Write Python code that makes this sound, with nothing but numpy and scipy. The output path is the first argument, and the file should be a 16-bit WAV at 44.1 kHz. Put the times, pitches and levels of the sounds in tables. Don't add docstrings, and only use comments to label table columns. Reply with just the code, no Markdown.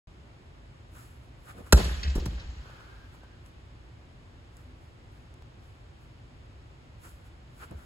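import sys
import numpy as np
from scipy import signal
from scipy.fft import rfft, irfft, next_fast_len
from scipy.io import wavfile
from scipy.ndimage import uniform_filter1d

SR = 44100
rng = np.random.default_rng(int(sys.argv[2]) if len(sys.argv) > 2 else 0)


def wav_record(signal):
    frames = np.transpose(np.atleast_2d(signal))
    bounded = np.clip(frames, -1, 1)
    quanta = np.round(bounded * 32767).astype(np.int16)
    wavfile.write(sys.argv[1], SR, quanta)


N = 346185
THROW_S = 1.7243
FFT_SIZE = 8192
BINS_HZ = np.fft.rfftfreq(FFT_SIZE, 1 / SR)


def amp(db):
    return 10 ** (np.asarray(db) / 20)


def unit_rms(x):
    return x / np.sqrt(np.mean(x ** 2) + 1e-20)


def curve(rows, hz=BINS_HZ, column=1):
    columns = np.transpose(rows)
    return np.interp(np.log(hz + 1), np.log(columns[0] + 1), columns[column])


def bells(rows):
    return sum(db * np.exp(-((BINS_HZ - hz) / width_hz) ** 2) for hz, width_hz, db in rows)


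def colour(x, db):
    log_gain = np.log(amp(np.maximum(db, -100)))
    mirrored = np.concatenate([log_gain, log_gain[-2:0:-1]])
    response = np.exp(np.conj(signal.hilbert(mirrored)))[:len(BINS_HZ)]
    kernel = irfft(response)[:FFT_SIZE // 2].reshape((1,) * (x.ndim - 1) + (-1,))
    return signal.oaconvolve(x, kernel, axes=-1)[..., :x.shape[-1]]


def add(mix, start_s, sound):
    part = mix[..., max(round(start_s * SR), 0):][..., :sound.shape[-1]]
    part += sound[..., :part.shape[-1]]


def from_side(x, lag_ms):
    size = next_fast_len(len(x) + FFT_SIZE)
    delay = np.exp(-2j * np.pi * np.fft.rfftfreq(size, 1 / SR) * abs(lag_ms) / 1000)
    late = irfft(rfft(x, size) * delay, size)[:len(x)]
    return np.array([late, x] if lag_ms > 0 else [x, late])


def burst(drive, spectrum_db, length_s):
    sound = colour(drive, spectrum_db)
    energy = np.sum(np.atleast_2d(sound) ** 2, 1).mean()
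    return sound / np.sqrt(energy / (length_s * SR))


def rattle(envelope):
    x = rng.standard_normal(len(envelope)) * envelope
    for _ in range(8):
        x = irfft(np.exp(1j * np.angle(rfft(x))), len(x))
        x = x * envelope / np.sqrt(np.abs(uniform_filter1d(x ** 2, size=32)) + 1e-12)
    return x / np.linalg.norm(x)


# frequency in Hz, left-right correlation.
COHERENCE = [(60, 0.98), (130, 0.9), (290, 0.83), (640, -0.011), (1400, -0.27), (3000, -0.042),
             (7000, -0.05), (15000, -0.034)]

def diffuse(size):
    length = next_fast_len(size)
    mid, side = rfft(rng.standard_normal((2, length)))
    coherence = np.clip(curve(COHERENCE, np.fft.rfftfreq(length, 1 / SR)), -1, 1)
    mid = mid * np.sqrt((1 + coherence) / 2)
    side = side * np.sqrt((1 - coherence) / 2)
    return irfft(np.array([mid + side, mid - side]), length)[:, :size]


# frequency in Hz, relative density in dB.
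AIR_SPECTRUM = [(20, -20), (30, -15), (52, 1.5), (120, -3), (200, -17), (450, -20.5), (750, -21.5),
                (1500, -26), (3000, -30.5), (5500, -38.5), (9000, -41), (11500, -52.5), (13500, -54.5),
                (16000, -59.5)]
# centre in Hz, width in Hz, lift in dB.
DUCT_MODES = [(248.9, 16, 6.6), (345.2, 52, 4), (576.6, 24, 1.7)]

def ventilation(db):
    return amp(db) * unit_rms(colour(diffuse(N), curve(AIR_SPECTRUM) + bells(DUCT_MODES)))


def reverb_tail(bands, delay_s, rise_s, clump_db):
    hz, t, noise = signal.stft(diffuse(2 * SR), SR, nperseg=512)
    t60_s = np.maximum(curve(bands, hz, column=2), .05)[:, None]
    gain = amp(curve(bands, hz))[:, None] * np.sqrt(np.log(1e6) / (t60_s * SR))
    clumps = unit_rms(uniform_filter1d(rng.standard_normal(noise.shape[1:]), size=24, axis=0))
    decay = np.exp(-np.log(1000) * t / t60_s)
    tail = signal.istft(noise * unit_rms(amp(clump_db * clumps)) * gain * decay, SR, nperseg=512)[1]
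    tail *= 1 - np.exp(-np.arange(tail.shape[1]) / SR / rise_s)
    return np.pad(tail, ((0, 0), (round(delay_s * SR), 0)))


# frequency in Hz, gain in dB, T60 in seconds.
EARLY_BANDS = [(60, -24, .8), (149, -12.5, .45), (400, -7, .2), (1200, -7.5, .62), (3500, -5.5, .85),
               (7000, -18, 0.29), (11000, -11, 0.81), (16000, -20.5, .35)]
LATE_BANDS = [(60, -10.5, 2.8), (150, -21, 1.91), (400, -15.5, 2.3), (1200, -14, 3.4), (2920, -10.5, 4.2),
              (7000, -18, 2.5), (11000, -30.5, .9), (16000, -36, .65)]

def hall(x):
    response = np.zeros((2, 2 * SR))
    add(response, 0, reverb_tail(EARLY_BANDS, delay_s=.038, rise_s=.004, clump_db=4))
    add(response, 0, reverb_tail(LATE_BANDS, delay_s=.015, rise_s=.06, clump_db=2))
    return signal.fftconvolve(x[None], response, axes=1)[:, :N]


def click(start_s, db, fall_s):
    out = np.zeros(N)
    add(out, start_s, -amp(db) * np.exp(-np.arange(SR // 50) / SR / fall_s))
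    return out


# start in seconds, level in dB.
TURF_TICKS = [(3.4616, -51), (4.569, -49), (5.3403, -52), (7.038, -53.5), (7.711, -50)]
# frequency in Hz, relative density in dB.
TICK_SPECTRUM = [(300, -4), (1200, 4), (4000, -8), (8000, 5), (15000, -10)]

def ticks(fall_s=.0012):
    out, t = np.zeros((2, N)), np.arange(SR // 40) / SR
    for start_s, db in TURF_TICKS:
        snap = diffuse(len(t)) * np.exp(-t / fall_s)
        add(out, start_s, amp(db) * burst(snap, curve(TICK_SPECTRUM), fall_s))
    return out


def sole_pressure(t, rise_s, fall_s):
    return 1 / np.cosh(np.clip(t / np.where(t < 0, rise_s, fall_s), -20, 20))


def add_stroke(envelopes, peak_s, db, rise_s, fall_s, rasp_db):
    pressure = sole_pressure(np.arange(-SR // 2, SR // 2) / SR, rise_s, fall_s)
    add(envelopes, peak_s - .5, amp(db) * np.array([pressure, amp(rasp_db) * pressure ** 2.6]))


# skip time, slide length and pivot time in seconds, effort in dB.
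RUN_UPS = [(.966, .085, 1.505, 0), (7.051, 0.049, 7.636, 1.5)]
# peak time in seconds, brush level in dB, half length in seconds.
LIGHT_STEPS = [(1.24, -76, 0.013), (1.58, -60.5, 0.016), (1.668, -61, .008), (3.142, -70, 0.015),
               (3.464, -66.5, .018), (4.58, -67.5, .035), (4.83, -74.5, 0.039), (5.147, -73.5, 0.049),
               (5.66, -73, .05), (6.024, -73, .025), (7.261, -67, 0.016)]

def footwork(drag_after_s=.17, lift_s=2.72):
    envelopes = np.zeros((2, N))
    for skip_s, slide_s, pivot_s, effort_db in RUN_UPS:
        add_stroke(envelopes, skip_s, db=effort_db - 56.5, rise_s=.02, fall_s=slide_s, rasp_db=2)
        add_stroke(envelopes, pivot_s, db=effort_db - 56.5, rise_s=.036, fall_s=.016, rasp_db=10)
        add_stroke(envelopes, pivot_s + drag_after_s, db=-64, rise_s=.034, fall_s=.06, rasp_db=3.5)
    for peak_s, db, half_s in LIGHT_STEPS:
        add_stroke(envelopes, peak_s, db, rise_s=.65 * half_s, fall_s=1.25 * half_s, rasp_db=4)
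    add_stroke(envelopes, lift_s, db=-72, rise_s=.12, fall_s=.34, rasp_db=16)
    return envelopes


# frequency in Hz, relative density in dB.
BLADE_SPECTRUM = [(300, -31), (1500, -7), (4200, -6.5), (5800, -4), (7300, 3), (11000, 2), (15500, -7)]
CRUMB_SPECTRUM = [(100, -27), (350, -3.5), (750, -5), (1050, -1), (1400, 4.5), (1950, -8.5), (2400, -8),
                  (3000, -14), (4500, -21), (9000, -33.5)]

def scuffs(flicks_per_s=12000):
    brush, rasp = footwork()
    strengths = amp(1.8 * np.minimum(rng.exponential(1, N), 5))
    flicks = strengths * (rng.random(N) < flicks_per_s / SR)
    blades = unit_rms(colour(diffuse(N) * flicks, curve(BLADE_SPECTRUM)))
    crumb = unit_rms(colour(diffuse(N), curve(CRUMB_SPECTRUM)))
    return brush * blades + rasp * crumb


def add_knock(mix, centre_s, db, width_s):
    lead_s = .01
    u = (np.arange(SR // 50) / SR - lead_s) / width_s
    add(mix, centre_s - lead_s, amp(db) * (2 * u ** 2 - 1) * np.exp(-u ** 2))


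def boom(db, start_hz, length_s, sag_s=.14, rise_s=.009):
    t = np.arange(SR // 5) / SR
    cycles = start_hz * sag_s * (1 - np.exp(-t / sag_s))
    envelope = (1 - np.exp(-(t / rise_s) ** 2)) * np.exp(-(t / length_s) ** 3)
    return amp(db) * np.sqrt(2) * np.sin(2 * np.pi * cycles) * envelope


# heel time in seconds, crunch level in dB, rise and fall in seconds,
# sole time in seconds, sole level in dB.
FOOT_PLANTS = [(1.607, -43.5, .024, .009, 1.612, -46), (7.7157, -42.5, 0.0033, 0.016, 7.746, -39.5)]
# frequency in Hz, relative density in dB.
HEEL_SPECTRUM = [(60, -12.5), (190, 5.5), (320, -2.5), (480, -.5), (680, -6.5), (1100, -12.5),
                 (2000, -24.5), (6000, -38.5)]

def stamps():
    out, t = np.zeros((2, N)), np.arange(-SR // 4, SR // 4) / SR
    for heel_s, db, rise_s, fall_s, sole_s, sole_db in FOOT_PLANTS:
        crunch = unit_rms(colour(diffuse(len(t)), curve(HEEL_SPECTRUM)))
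        add(out, heel_s + t[0], amp(db) * sole_pressure(t, rise_s, fall_s) * crunch)
        add_knock(out, heel_s, db + 6, width_s=.0013)
        add(out, sole_s, boom(sole_db, start_hz=85, length_s=.043))
    return out


# frequency in Hz, relative density in dB.
SLAP_SPECTRUM = [(150, -34), (400, -25), (620, -19), (800, -7.5), (1080, -7.5), (1650, -7), (2100, -11),
                 (3300, -13.5), (4300, -11), (5500, -10), (7500, -8.5), (11000, -15.5), (15500, -20)]

def slap(db, contact_s, spread):
    t = np.arange(SR // 5) / SR
    snap_phase = (t / (.17 * contact_s)) ** .85 % 1
    contact = np.exp(-(t / contact_s) ** 4) * (.3 + np.exp(-snap_phase / .4))
    low_cut_db = -10 * np.log10(1 + (900 / (BINS_HZ + 1)) ** 2)
    scattered = colour(np.array([rattle(contact), rattle(contact)]), low_cut_db)
    hiss = .27 * rattle(np.exp(-t / .04))
    direct = from_side(rattle(contact) + hiss, lag_ms=.09)
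    return amp(db) * burst(direct + spread * scattered, curve(SLAP_SPECTRUM), contact_s)


# frequency in Hz, relative density in dB.
THUD_SPECTRUM = [(25, -45), (100, -9), (160, 9.5), (230, 4), (300, -4), (400, -1.5), (600, -4),
                 (900, -12.5), (1400, -27.5), (3000, -50)]

def thud(db, travel_s):
    lag_cycles = 2 * travel_s * np.sqrt(400 * np.fft.rfftfreq(SR // 5, 1 / SR))
    chirp = irfft(np.exp(-2j * np.pi * lag_cycles), SR // 5)
    return amp(db) * burst(chirp, curve(THUD_SPECTRUM), length_s=.014)


# start and length in seconds, start and end pitch in Hz, level in dB before gain_db.
COVER_SLIPS = [(2.625, .13, 1490, 1502, -62), (2.68, .2, 1684, 1622, -63), (2.77, 0.1, 1490, 1430, -59.5),
               (2.86, 0.15, 1600, 1584, -62), (2.989, 0.1, 1600, 1627, -61),
               (3.203, .075, 1535, 1535, -61.5), (3.287, .085, 1660, 1610, -66.5)]

def squeals(gain_db, waver_hz=42):
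    out = np.zeros((2, N))
    for start_s, length_s, start_hz, end_hz, db in COVER_SLIPS:
        progress = np.arange(0, 1, 1 / (length_s * SR))
        waver = unit_rms(uniform_filter1d(rng.standard_normal(SR // 2), size=300))[:len(progress)]
        pitch_hz = start_hz + (end_hz - start_hz) * progress + waver_hz * waver
        tone = np.sqrt(2) * np.sin(2 * np.pi * np.cumsum(pitch_hz) / SR)
        add(out, start_s, from_side(amp(db + gain_db) * np.sin(np.pi * progress) * tone, lag_ms=.095))
    return out


# start in seconds, gain in dB.
PALM_PATS = [(2.655, -60), (2.695, -55.5), (2.8, -57), (3.145, -60), (3.232, -56.5)]

def pats():
    out = np.zeros((2, N))
    hollow_db = bells([(1040, 670, 19.3)])
    for start_s, gain_db in PALM_PATS:
        pat = slap(db=-12.5, contact_s=.018, spread=1.3) + thud(db=-8, travel_s=.00297)
        add(out, start_s, amp(gain_db) * colour(pat, hollow_db))
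    return out


# start in seconds, slap level in dB before the mid lift,
# contact in seconds, boom level in dB, boom start pitch in Hz.
BALL_LANDINGS = [(2.153, -41.5, .018, -25.5, 44), (2.257, -39, .011, -37.5, 117)]
# centre in seconds, level in dB, width in seconds.
FILLING_KNOCKS = [(2.1597, -20, .0014), (2.165, -27, 0.0008), (2.1811, -23.5, 0.0022),
                  (2.1837, -23.5, 0.0011), (2.263, -25.5, 0.0014), (2.269, -26.5, 0.00217),
                  (2.286, -28.5, 0.0022)]
# start in seconds, level in dB, swell in seconds.
FILLING_CRUNCHES = [(2.172, -42.5, .009), (2.268, -45, .005)]
# frequency in Hz, relative density in dB.
FILLING_SPECTRUM = [(80, -8), (200, 3), (500, -2.5), (1000, -6), (1500, -12), (3000, -24), (8000, -25)]

def ball_drop():
    out, t = np.zeros((2, N)), np.arange(SR // 5) / SR
    mid_lift_db = bells([(700, 530, 5.3)])
    for start_s, slap_db, contact_s, boom_db, boom_hz in BALL_LANDINGS:
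        cover = colour(slap(slap_db, contact_s, spread=.95), mid_lift_db)
        add(out, start_s, cover - boom(boom_db, boom_hz, length_s=.048))
    for centre_s, db, width_s in FILLING_KNOCKS:
        add_knock(out, centre_s, db, width_s)
    for start_s, db, swell_s in FILLING_CRUNCHES:
        grains = diffuse(len(t)) * t / swell_s * np.exp(-t / swell_s)
        add(out, start_s, amp(db) * burst(grains, curve(FILLING_SPECTRUM), 3 * swell_s))
    return out


# delay in seconds, gain in dB.
NEAR_RETURNS = [(.0155, -10), (.033, -17), (.047, -17.5), (.062, -17), (.081, -17.5), (.128, -23.5),
                (.151, -25), (.181, -27)]
FAR_RETURNS = [(0.095, -16), (0.125, -14.2), (0.1378, -21), (0.1764, -22), (.215, -25), (0.2506, -29),
               (.317, -18), (.3451, -12.5), (.3909, -23.5), (.4748, -21.5), (.5293, -24.8), (0.5853, -22.5),
               (.62, -26.5), (.7252, -27.6), (.7546, -27.5), (.834, -28.5)]

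def low_echoes(direct, hit):
    out = np.zeros(N)
    body = signal.sosfilt(signal.butter(2, [115, 620], "band", fs=SR, output="sos"), direct)
    bass = signal.sosfilt(signal.butter(2, 95, fs=SR, output="sos"), hit)
    for band, returns in [(body, NEAR_RETURNS), (bass, FAR_RETURNS)]:
        for delay_s, db in returns:
            add(out, THROW_S + delay_s, amp(db) * band)
    return out


def smeared_band(hit, centre_hz, width_octaves, smear_s):
    widths = np.log2((BINS_HZ + 1) / centre_hz) / width_octaves
    loss_db = np.minimum(np.where(widths < 0, 6, 26) * widths ** 2, 45)
    t = np.arange(SR // 5) / SR
    return signal.fftconvolve(colour(hit, -loss_db), rattle(np.exp(-t / smear_s)))


# delay in seconds, gain in dB, smear in seconds, left-right lag in ms,
# band centre in Hz, width in octaves.
HARD_RETURNS = [(.047, -23, .003, .15, 8000, 1), (.073, -21, 0.00301, -.2, 3500, 1.5),
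                (.119, -21.5, 0.0042, .1, 7500, 1.1), (.167, -21.5, 0.0046, -.1, 2290, 1.2),
                (.306, -11.5, 0.0054, -.43, 3900, 0.97), (.352, -24, .006, .1, 4600, 0.78),
                (.373, -26, 0.0062, 0, 4750, 0.84), (.472, -26, .008, 0, 4600, .9),
                (.65, -29, .014, .2, 2200, 1.6), (.67, -26.5, 0.013, -.2, 3600, 1.26),
                (.775, -44, .006, 0, 5160, 1)]

def slap_echoes(hit):
    out = np.zeros((2, N))
    for delay_s, db, smear_s, lag_ms, hz, width_octaves in HARD_RETURNS:
        echo = amp(db) * smeared_band(hit, hz, width_octaves, smear_s)
        wash = amp(db - 3.5) * smeared_band(hit, .71 * hz, width_octaves, smear_s=.055)
        add(out, THROW_S + delay_s, from_side(echo, lag_ms))
        add(out, THROW_S + delay_s + .015, from_side(wash, lag_ms))
    return out


def wall_hit():
    hit = slap(db=-13.5, contact_s=.0098, spread=.46) + thud(db=-16, travel_s=.005)
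    add(hit, .002, boom(db=-8.5, start_hz=75, length_s=.05))
    return hit


# centre in Hz, width in Hz, gain in dB.
PAD_MODES = [(127, 10, 7), (345, 22, 4.5), (408, 30, 6.5), (595.5, 75, 5), (730, 25, -3), (825, 55, 6),
             (1120, 35, -6), (1214, 35, 4), (1378, 80, 8.5), (1580, 60, 4), (2210, 190, -10),
             (2615, 80, 4.5), (2830, 110, -6), (3985, 90, 8), (4290, 110, 4.5), (5200, 130, -10.5),
             (5650, 160, 4), (7030, 170, 6.5), (7500, 200, 4.5)]
# frequency in Hz, left minus right in dB.
DIRECT_BALANCE = [(60, -.5), (700, -.5), (1290, 2.5), (2380, 1), (4400, 0.5), (8000, 1), (15000, -1)]

def throw(hall_colour_share=.23):
    hit, out = wall_hit(), np.zeros((2, N))
    pad_db, tilt_db = bells(PAD_MODES), curve(DIRECT_BALANCE) / 2
    outward_db = hall_colour_share * pad_db
    direct = np.array([colour(hit[0], pad_db + tilt_db), colour(hit[1], pad_db - tilt_db)])
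    add(out, THROW_S, direct)
    for _ in range(2):
        add(out, THROW_S, hall(colour(wall_hit()[0], outward_db)) / np.sqrt(2))
    return out + low_echoes(direct[0], hit[0]) + slap_echoes(colour(hit[0], outward_db))


def scene():
    wall = throw()
    floor = ball_drop() + stamps() + scuffs() + ticks() + squeals(gain_db=-1) + pats()
    floor_reverb = amp(-2) * hall(floor[0])
    background = click(start_s=5.4232, db=-39, fall_s=.0015) + ventilation(db=-50)
    return wall + floor + floor_reverb + background


# centre in Hz, width in Hz, gain in dB.
MID_NOTCHES = [(5870, 500, -3.5), (9085, 660, -32), (13500, 830, -23)]
SIDE_NOTCHES = [(6900, 520, -32.5), (11500, 640, -22), (16000, 870, -14)]

def record(dry):
    ceiling, switch_on_s, cutoff_hz = .85, .072, 15900
    mid = colour((dry[0] + dry[1]) / 2, bells(MID_NOTCHES))
    side = colour((dry[0] - dry[1]) / 2, bells(SIDE_NOTCHES))
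    sound = np.array([mid + side, mid - side])
    sound /= (1 + (np.abs(sound) / ceiling) ** 6) ** (1 / 6)
    sound *= np.arange(N) / SR >= switch_on_s
    lowpass = signal.firwin(511, cutoff_hz, window=("kaiser", 9), fs=SR)
    return signal.oaconvolve(sound, lowpass[None], "same")


dry = scene()
out = record(dry)
wav_record(out)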